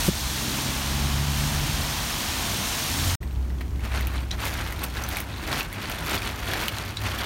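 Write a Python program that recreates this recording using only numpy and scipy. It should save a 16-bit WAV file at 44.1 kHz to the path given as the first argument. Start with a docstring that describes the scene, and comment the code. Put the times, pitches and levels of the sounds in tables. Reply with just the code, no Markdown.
"""Heavy rain in town, mono: drops as random decaying noise bursts, shaped in bands.
First, at the kerb, tyre spray hisses over noise rumble, an engine of wavering sine orders pulls away
and a thud of brief low sines bumps the microphone. After a short silence, indoors: gusts fling sheets
of drops at a pane, fat drops tick as a pitched ring, crack and spit of noise, faint sine pings sound,
one soft low thud falls, and the building rumbles (noise) and drones (wavering sines)."""
import sys
import numpy as np
from scipy import signal
from scipy.fft import rfft, irfft, next_fast_len
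from scipy.io import wavfile
from scipy.ndimage import map_coordinates

SR = 44100
rng = np.random.default_rng(int(sys.argv[2]) if len(sys.argv) > 2 else 0)


def to_wav(s):
    """Save 16-bit WAV."""
    ch = np.atleast_2d(s).T  # columns
    pcm = np.round(np.clip(ch, -1, 1) * 32767)  # PCM
    wavfile.write(sys.argv[1], SR, pcm.astype(np.int16))


N = 319725
TIME_S = np.arange(N) / SR
STREET_END_S, WINDOW_START_S = 3.152, 3.204

# street noise spectra, relative: (frequency [Hz], density [dB per Hz])
ROAR_SPECTRUM = [(300, -12), (480, -7), (700, -2), (950, -0.5), (1350, -4), (1900, -8), (2800, -26)]
ROAD_RUMBLE_SPECTRUM = [(31, -16), (38, 0), (47, 0), (70, -2), (100, -4), (140, -5.5), (220, -28)]
CAR_BODY_SPECTRUM = [(90, -3.5), (140, -4.5), (230, 3.5), (310, -1), (420, -11.5), (650, -28)]
# street drop shaping, relative: (frequency [Hz], gain [dB])
SLOSH_SHAPE = [(1000, -15.5), (1700, -5), (2500, -3), (3200, -2.5), (4300, -16.5)]
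SPRAY_SHAPE = [(2300, -18.5), (3400, -2), (4300, -1), (6300, -3.5), (7800, -11.5), (11000, -22)]
MIST_SHAPE = [(5000, -12.5), (7200, -1.5), (8700, -2.5), (11500, -3.5), (13500, -5), (16000, -9.5)]

# water thrown up by tyres, before trims: (time [s], spray level [dB], fine mist level [dB])
TYRE_WASH = [(0.0, -30, -32), (0.02, -31.5, -34), (0.08, -31.5, -31), (0.1, -35, -38), (0.17, -33.5, -37.5),
             (0.54, -33, -36), (1.29, -36, -39.5), (1.39, -33.5, -36), (1.59, -34, -38), (2.97, -32, -34.5),
             (3.12, -32.5, -34.5), (3.13, -35, -37)]
# level at the mean spray level, and dB per dB of spray swing
ROAR_DB, ROAR_FOLLOWS = -36, 0.36
SLOSH_DB, SLOSH_FOLLOWS = -35.5, 0.6
# roar and slosh dip briefly after the bump
DIP_S, DIP_DB, DIP_RECOVERY_S = 0.11, -5, 0.19

# cars rumble by: (peak [s], deep rumble level [dB], body noise level [dB], rise [s], fall [s])
CAR_PASSES = [(0.12, -29.5, -38, 0.65, 0.18), (0.48, -38, -32.5, 0.14, 0.55), (1.05, -32, -37, 0.25, 0.3),
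              (1.63, -28.5, -37.5, 0.47, 0.5), (2.55, -34, -36, 0.73, 0.36), (3.0, -29.5, -35, 0.23, 0.24)]
# engine picks up speed evenly; its orders swell in turn
ENGINE_START_HZ, ENGINE_HZ_PER_S = 62.77, 6.4
# (order [multiple of base frequency], peak [s], level [dB], rise [s], fall [s])
ENGINE_ORDER_SWELLS = [(1, 0.28, -31, 0.11, 0.08), (1, 1.04, -25, 0.24, 0.47), (2, 1.415, -29, 0.78, 0.37),
                       (3, 1.42, -38, 1.5, 0.52)]
# nearest car booms as it draws level, rising in pitch
BOOM_S, BOOM_DB, BOOM_RISE_S, BOOM_FALL_S = 3.08, -23.5, 0.085, 0.28
BOOM_HZ, BOOM_HZ_PER_S = 87.6, 100

# low thuds, a bump on the microphone at the kerb, later one soft low thud indoors:
# (time [s], frequency [Hz], level [dB], half length [s])
THUD_MODES = [(0.0885, 168, -11.5, 0.007), (0.0885, 350, -16, 0.0045), (0.0875, 540, -21, 0.0035),
              (6.03, 158, -33, 0.04)]

# indoor noise spectra, relative: (frequency [Hz], density [dB per Hz])
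ROOM_RUMBLE_SPECTRUM = [(31, -19), (38, 2), (46, 3.5), (62, -4.5), (85, 3), (115, -1.5), (160, -6.5),
                        (250, -10.5), (350, -13.5), (520, -27), (1000, -27)]
FAR_RAIN_SPECTRUM = [(400, 3.5), (1000, -1.5), (2000, -4.5), (4000, -10.5), (6500, -11.5), (9500, -15),
                     (16000, -17)]
FAR_RAIN_DB = -49
ROOM_RUMBLE_DB, ROOM_EASES_DB_PER_S = -34, 1.04
LOWER_DRONE_HZ, UPPER_DRONE_HZ = 63.9, 100.4
# lower drone: (time [s], level [dB])
LOWER_DRONE_LEVEL = [(3.2, -27), (4.05, -27.5), (4.4, -32.5), (5.45, -39), (5.75, -54), (6.1, -35),
                     (6.75, -44), (7.25, -32.5)]
# upper drone holds its level and swells once
UPPER_DRONE_DB, UPPER_SWELL_S, UPPER_SWELL_DB = -44.5, 7.04, -31

# pane drop shaping, relative: (frequency [Hz], gain [dB])
PATTER_SHAPE = [(130, 0), (300, 1.5), (470, -3), (640, -1), (850, -1.5), (1400, -0.5), (2200, -3),
                (3000, -10.5), (4500, -21)]
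CRACKLE_SHAPE = [(1700, -13), (2600, 1), (3400, -0.5), (4400, -1.5), (5400, -8), (6500, -12), (9000, -10.5)]
SPLASH_SHAPE = [(4800, 4), (6800, 3), (8500, -3), (12000, 2.5), (14000, -3), (16000, -10)]
SPATTER_SHAPE = [(1200, -4), (2400, 9), (4200, 6), (6200, 3), (8500, -1), (12500, 3), (16000, -2)]
# sheets of drops, before clumping and trims:
# (peak [s], patter level [dB], fine splash level [dB re patter], rise [s], fall [s])
GUST_SHEETS = [(3.611, -41, -17, 0.002, 0.016), (3.85, -37.5, -10, 0.029, 0.051),
               (3.955, -32, -15, 0.04, 0.082), (4.155, -38, -13, 0.071, 0.077),
               (4.33, -39.5, -9, 0.015, 0.035), (4.392, -35, -17, 0.0089, 0.034),
               (4.438, -31.3, -3.5, 0.028, 0.09), (4.605, -35, -10.5, 0.12, 0.19),
               (4.84, -34, -7, 0.035, 0.033), (4.975, -37, -10.5, 0.03, 0.2),
               (5.17, -35.5, -6, 0.16, 0.049), (5.36, -43, -17, 0.19, 0.089),
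               (5.52, -29.5, -11.5, 0.072, 0.093), (5.598, -31.5, -4.5, 0.065, 0.015),
               (5.775, -39, -14, 0.063, 0.15), (5.9, -36, -12, 0.15, 0.12), (6.148, -28, -8.5, 0.1, 0.036),
               (6.285, -34.5, -8.5, 0.19, 0.051), (6.535, -31.5, -9.5, 0.18, 0.12),
               (6.65, -32.5, -6, 0.11, 0.036), (6.8, -35, -9, 0.1, 0.14), (7.055, -31.5, -9, 0.039, 0.096),
               (7.21, -31, -11, 0.068, 0.12)]
# splash trails its gust; levels waver together as drops clump
SPLASH_LAG_S, CLUMP_RMS_DB, CLUMP_KNOTS_PER_S = 0.0035, 0.75, 46
# crackle at the reference patter level, and dB per dB of patter
GUST_REFERENCE_DB, CRACKLE_DB, CRACKLE_FOLLOWS = -36, -40.5, 0.91
# pane and frame resonances: (frequency [Hz], width [Hz], level before drive [dB])
PANE_MODES = [(3400, 350, -10.5), (4550, 260, -16)]
# pane rings more as the rain goes on: (time [s], drive [dB re crackle])
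PANE_DRIVE = [(4.8, -29), (6.4, -2.5)]
# small drops between gusts
DRIZZLE_DB, DRIZZLE_PER_S = -59, 40

# faint thin pings: (time [s], level [dB])
PING_ONSETS = [(3.227, -48), (3.275, -55), (3.323, -54), (4.215, -49)]
# partials of each ping: (frequency [Hz], level [dB re ping])
PING_TONES = [(8430, -1.7), (13300, 0)]

# fat drops on glass, before delay and trims:
# (time [s], ring level [dB], ring frequency [Hz], splash level [dB])
FAT_DROPS = [(3.2291, -30, 1990, -56), (3.5015, -33, 1910, -60), (3.6084, -31.5, 1900, -45),
             (3.7936, -33.5, 2140, -50), (4.0087, -28, 2040, -31), (4.07, -25, 2460, -29.5),
             (4.308, -23.5, 3240, -55), (4.3124, -17.5, 3930, -54), (4.4528, -23, 2510, -26),
             (4.4634, -20.5, 2100, -36), (4.7235, -24.5, 2030, -31.5), (4.7915, -30, 3800, -42),
             (4.8378, -25, 2530, -22), (4.9693, -26.5, 3860, -39), (5.0373, -22.5, 6040, -32),
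             (5.0878, -32, 3750, -25.5), (5.169, -19, 2300, -27), (5.2032, -26, 2010, -25),
             (5.6065, -15.5, 2620, -39), (5.7272, -28, 2070, -31), (5.897, -26.5, 3030, -31),
             (6.2194, -23, 2420, -35), (6.535, -16, 1800, -44), (6.682, -15.5, 3050, -26),
             (6.97, -16.5, 3900, -44), (7.1878, -26, 3420, -33)]
# time for the ring's exponential factor to fall 60 dB
RING_EXP_T60_S = 0.005
# spit of water: a snap, then a weaker spatter
SNAP_T60_S, SPIT_T60_S, SPIT_TAIL_DB = 0.003, 0.02, -12.5

# microphone port dips: (frequency [Hz], width [Hz], depth [0-1])
MIC_PORT_DIPS = [(4960, 210, 0.4), (7720, 600, 0.35), (10350, 1020, 0.5)]
CUTOFF_HZ = 15850


def from_db(db):
    """Decibels to amplitude gain."""
    return 10 ** (np.asarray(db) / 20)


def rms_one(x):
    """Scale to rms 1."""
    return x / np.sqrt(np.mean(x ** 2) + 1e-20)


def in_time(rows):
    """Interpolate each column of a curve at every sample."""
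    time_s, *columns = np.transpose(rows)
    return [np.interp(TIME_S, time_s, column) for column in columns]


def swell(peak_s, rise_s, fall_s):
    """Exponential rise to gain 1 and exponential fall, one time constant per side."""
    before = (peak_s - TIME_S) / rise_s
    after = (TIME_S - peak_s) / fall_s
    return np.exp(-np.maximum(before, after).clip(0, 30))


def drift(knots_per_s):
    """Smooth random curve through evenly spaced random knots; rms 1."""
    knots = rng.standard_normal(4096)
    position = TIME_S[::32] * knots_per_s + 2
    curve = map_coordinates(knots, [position], order=3, mode="wrap")
    return rms_one(curve).repeat(32)[:N]


def colour(x, spectrum):
    """Filter to a gain curve with steep skirts past its ends; rms 1."""
    hz, db = np.transpose(spectrum)
    size = next_fast_len(N)
    f_hz = np.maximum(np.fft.rfftfreq(size, 1 / SR), 1)
    skirts = np.minimum(f_hz / hz[0], 1) ** 2 * np.minimum(hz[-1] / f_hz, 1) ** 2
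    gain = from_db(np.interp(np.log(f_hz), np.log(hz), db)) * skirts
    return rms_one(irfft(rfft(x, size) * gain, size)[:N])


def noise(spectrum):
    """Steady Gaussian noise with a spectrum; rms 1."""
    return colour(rng.standard_normal(N), spectrum)


def band(x, low_hz, high_hz):
    """Causal Butterworth band-pass."""
    sos = signal.butter(2, [low_hz, high_hz], "band", fs=SR, output="sos")
    return signal.sosfilt(sos, x)


def resonance(x, hz, width_hz):
    """Two-pole resonance; rms 1."""
    return rms_one(signal.lfilter(*signal.iirpeak(hz, hz / width_hz, fs=SR), x))


def drops(shape, per_s, size_db, tint_db, t60_s):
    """Random impacts, each a decaying noise burst with its own size and band balance; rms 1."""
    at = np.flatnonzero(rng.random(N) < per_s / SR)
    # columns 0-7 tint the bands, the last sets drop size
    chance = np.clip(rng.standard_normal((len(at), 9)), -2.5, 2.5)
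    edges_hz = [100, 600, 1200, 2000, 3000, 4500, 7000, 11000, 18000]
    energy_decay = from_db(-60 / t60_s / SR) ** 2
    out = np.zeros(N)
    for k, (low_hz, high_hz) in enumerate(zip(edges_hz, edges_hz[1:])):
        energy = np.zeros(N)
        energy[at] = from_db(size_db * chance[:, -1] + tint_db * chance[:, k]) ** 2
        energy = signal.lfilter([1], [1, -energy_decay], energy + 1e-12)
        envelope = np.sqrt(energy / energy.mean())
        out += envelope * band(rng.standard_normal(N), low_hz, high_hz)
    return colour(out, shape)


def wavering_tone(hz, flutter, knots_per_s):
    """Sine with random in-phase and quadrature parts, unsteady in strength and phase; rms 1."""
    phase = 2 * np.pi * np.cumsum(hz + np.zeros(N)) / SR
    in_phase = (1 + flutter * drift(knots_per_s)) * np.sin(phase)
    quadrature = flutter * drift(knots_per_s) * np.cos(phase)
    return rms_one(in_phase + quadrature)


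def tyres():
    """Tread roars on asphalt and throws off water: the finer the droplets, the higher they hiss."""
    spray_db, mist_db = in_time(TYRE_WASH)
    swing_db = spray_db - spray_db[TIME_S < STREET_END_S].mean()
    dip_db = DIP_DB * swell(DIP_S, 0.012, DIP_RECOVERY_S)
    roar_db = ROAR_DB + ROAR_FOLLOWS * swing_db + dip_db
    slosh_db = SLOSH_DB + SLOSH_FOLLOWS * swing_db + dip_db
    roar = from_db(roar_db) * noise(ROAR_SPECTRUM)
    slosh = from_db(slosh_db) * drops(SLOSH_SHAPE, per_s=6000, size_db=4.0, tint_db=3.0, t60_s=0.011)
    spray = drops(SPRAY_SHAPE, per_s=7500, size_db=0.0, tint_db=1.5, t60_s=0.0093)
    mist = drops(MIST_SHAPE, per_s=7600, size_db=-1.5, tint_db=-2.0, t60_s=0.0055)
    return roar + slosh + from_db(spray_db - 0.05) * spray + from_db(mist_db + 1.33) * mist


def cars():
    """Passes add power to noise rumble; engine orders and a close boom are gliding tones."""
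    rumble_power = body_power = 0
    for peak_s, rumble_db, body_db, rise_s, fall_s in CAR_PASSES:
        near = swell(peak_s, rise_s, fall_s)
        rumble_power += (from_db(rumble_db) * near) ** 2
        body_power += (from_db(body_db) * near) ** 2
    out = np.sqrt(rumble_power) * noise(ROAD_RUMBLE_SPECTRUM)
    out += np.sqrt(body_power) * noise(CAR_BODY_SPECTRUM)

    engine_hz = ENGINE_START_HZ + ENGINE_HZ_PER_S * TIME_S
    for order, peak_s, level_db, rise_s, fall_s in ENGINE_ORDER_SWELLS:
        tone = wavering_tone(order * engine_hz, flutter=0.16, knots_per_s=18)
        out += from_db(level_db) * swell(peak_s, rise_s, fall_s) * tone

    boom_hz = BOOM_HZ + BOOM_HZ_PER_S * (TIME_S - BOOM_S)
    boom = wavering_tone(boom_hz, flutter=0.22, knots_per_s=41)
    return out + from_db(BOOM_DB) * swell(BOOM_S, BOOM_RISE_S, BOOM_FALL_S) * boom


def thuds():
    """Each thud mode is a sine that swells and dies under a Gaussian envelope."""
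    out = np.zeros(N)
    for time_s, hz, level_db, half_length_s in THUD_MODES:
        envelope = np.exp(-((TIME_S - time_s) / half_length_s) ** 2)
        out += from_db(level_db) * envelope * np.sin(2 * np.pi * hz * (time_s - TIME_S))
    return out


def building():
    """Muffled wind and traffic, two low throbbing drones, and the even hiss of far rain."""
    lower_db, = in_time(LOWER_DRONE_LEVEL)
    lower = from_db(lower_db) * wavering_tone(LOWER_DRONE_HZ, flutter=0.28, knots_per_s=26)
    upper_swell = from_db(UPPER_SWELL_DB) * swell(UPPER_SWELL_S, rise_s=0.15, fall_s=0.1)
    upper_gain = from_db(UPPER_DRONE_DB) + upper_swell
    upper = upper_gain * wavering_tone(UPPER_DRONE_HZ, flutter=0.44, knots_per_s=18)
    rumble_db = ROOM_RUMBLE_DB - ROOM_EASES_DB_PER_S * (TIME_S - WINDOW_START_S)
    rumble = from_db(rumble_db) * noise(ROOM_RUMBLE_SPECTRUM)
    far_rain = from_db(FAR_RAIN_DB) * noise(FAR_RAIN_SPECTRUM)
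    return rumble + lower + upper + far_rain


def gusts():
    """Overlapping gusts add power; returns patter and fine splash levels in dB."""
    patter_power = splash_power = 1e-9
    for peak_s, level_db, splash_db, rise_s, fall_s in GUST_SHEETS:
        patter = from_db(level_db) * swell(peak_s, rise_s, fall_s)
        splash = from_db(level_db + splash_db) * swell(peak_s + SPLASH_LAG_S, rise_s, fall_s)
        patter_power = patter_power + patter ** 2
        splash_power = splash_power + splash ** 2
    clumps_db = CLUMP_RMS_DB * drift(CLUMP_KNOTS_PER_S)
    return 10 * np.log10(patter_power) + clumps_db, 10 * np.log10(splash_power) + clumps_db


def rain_on_pane():
    """Drops patter, crackle, ring the glass and burst into splashes; a steady drizzle lies under."""
    patter_db, splash_db = gusts()
    crackle_db = CRACKLE_DB + CRACKLE_FOLLOWS * (patter_db - GUST_REFERENCE_DB)
    drive_db, = in_time(PANE_DRIVE)
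    patter = drops(PATTER_SHAPE, per_s=2000, size_db=2.5, tint_db=1.5, t60_s=0.018)
    hits = drops(CRACKLE_SHAPE, per_s=900, size_db=5.0, tint_db=5.0, t60_s=0.026)
    ringing = sum(from_db(db) * resonance(hits, hz, width_hz) for hz, width_hz, db in PANE_MODES)
    crackle = from_db(crackle_db) * (hits + from_db(drive_db) * ringing)
    splash = drops(SPLASH_SHAPE, per_s=1400, size_db=5.5, tint_db=0.5, t60_s=0.024)
    # sparser drops stand out of the wash
    spatter = drops(SPATTER_SHAPE, per_s=110, size_db=5.0, tint_db=3.0, t60_s=0.012)
    drizzle = drops(CRACKLE_SHAPE, per_s=DRIZZLE_PER_S, size_db=0.5, tint_db=2.5, t60_s=0.017)
    out = from_db(patter_db + 1.68) * patter + crackle
    out += from_db(splash_db - 0.5) * splash + from_db(splash_db + 0.5) * spatter
    return out + from_db(DRIZZLE_DB) * drizzle


def pings(t60_s):
    """Tiny, very high rings: exponentially decaying sine partials."""
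    out = np.zeros(N)
    for time_s, level_db in PING_ONSETS:
        t = TIME_S[:N - round(time_s * SR)]
        decay_db = -60 * np.minimum(t / t60_s, 3)
        for hz, db in PING_TONES:
            out[-len(t):] += from_db(level_db + db + decay_db) * np.sin(2 * np.pi * hz * t)
    return out


def ticks(ring_db, crack_db, crack_t60_s, splash_db, splash_low_hz, delay_s):
    """A fat drop flattens with a crack and rings at its own pitch under a bright spit of water."""
    out, t = np.zeros(N), TIME_S[:SR // 16]
    age = np.log(1000) * t / RING_EXP_T60_S
    ring_envelope = age * np.exp(1 - age)
    crack_envelope = from_db(crack_db - 60 * t / crack_t60_s)
    spit_envelope = from_db(-60 * t / SNAP_T60_S) + from_db(SPIT_TAIL_DB - 60 * t / SPIT_T60_S)
    for time_s, level_db, hz, spit_db in FAT_DROPS:
        white = rng.standard_normal((2, len(t)))
        ring = ring_envelope * np.sin(2 * np.pi * hz * t)
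        crack = rms_one(band(white[0], 0.46 * hz, 1.54 * hz)) * crack_envelope
        spit = rms_one(band(white[1], splash_low_hz, 16300)) * spit_envelope
        tick = from_db(level_db) * (from_db(ring_db) * ring + crack)
        tick += from_db(spit_db + splash_db) * spit
        start = round((time_s + delay_s) * SR)
        out[start:start + len(t)] += tick[:N - start]
    return out


def with_room(x, wet_db, t60_s):
    """Nearby walls add a short diffuse tail: convolution with decaying noise."""
    t = TIME_S[:SR // 3]
    echoes = rng.standard_normal(len(t)) * from_db(-60 * t / t60_s) * (t > .002)
    tail = signal.fftconvolve(x, echoes / np.linalg.norm(echoes))[:N]
    return x + from_db(wet_db) * tail


def scene():
    """The street stops dead; a moment later the window fades in."""
    street_gate = np.clip((STREET_END_S - TIME_S) / .003 + 1, 0, 1)
    street = (tyres() + cars()) * street_gate
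    low_thuds = thuds()
    window = building() + rain_on_pane() + pings(t60_s=0.11)
    taps = ticks(ring_db=-1.5, crack_db=-6.0, crack_t60_s=0.012,
                 splash_db=6.5, splash_low_hz=8200, delay_s=0.0006)
    window += with_room(taps, wet_db=-6.0, t60_s=0.079)
    window *= np.clip((TIME_S - WINDOW_START_S) / .012, 0, 1)
    return np.tile(street + window + low_thuds, (2, 1))


def record(dry):
    """The microphone port notches the treble; an elliptic low-pass cuts the top."""
    for hz, width_hz, depth in MIC_PORT_DIPS:
        dry = dry - depth * signal.lfilter(*signal.iirpeak(hz, hz / width_hz, fs=SR), dry)
    return signal.sosfilt(signal.ellip(12, .1, 80, CUTOFF_HZ, fs=SR, output="sos"), dry)


dry = scene()
out = record(dry)
to_wav(out)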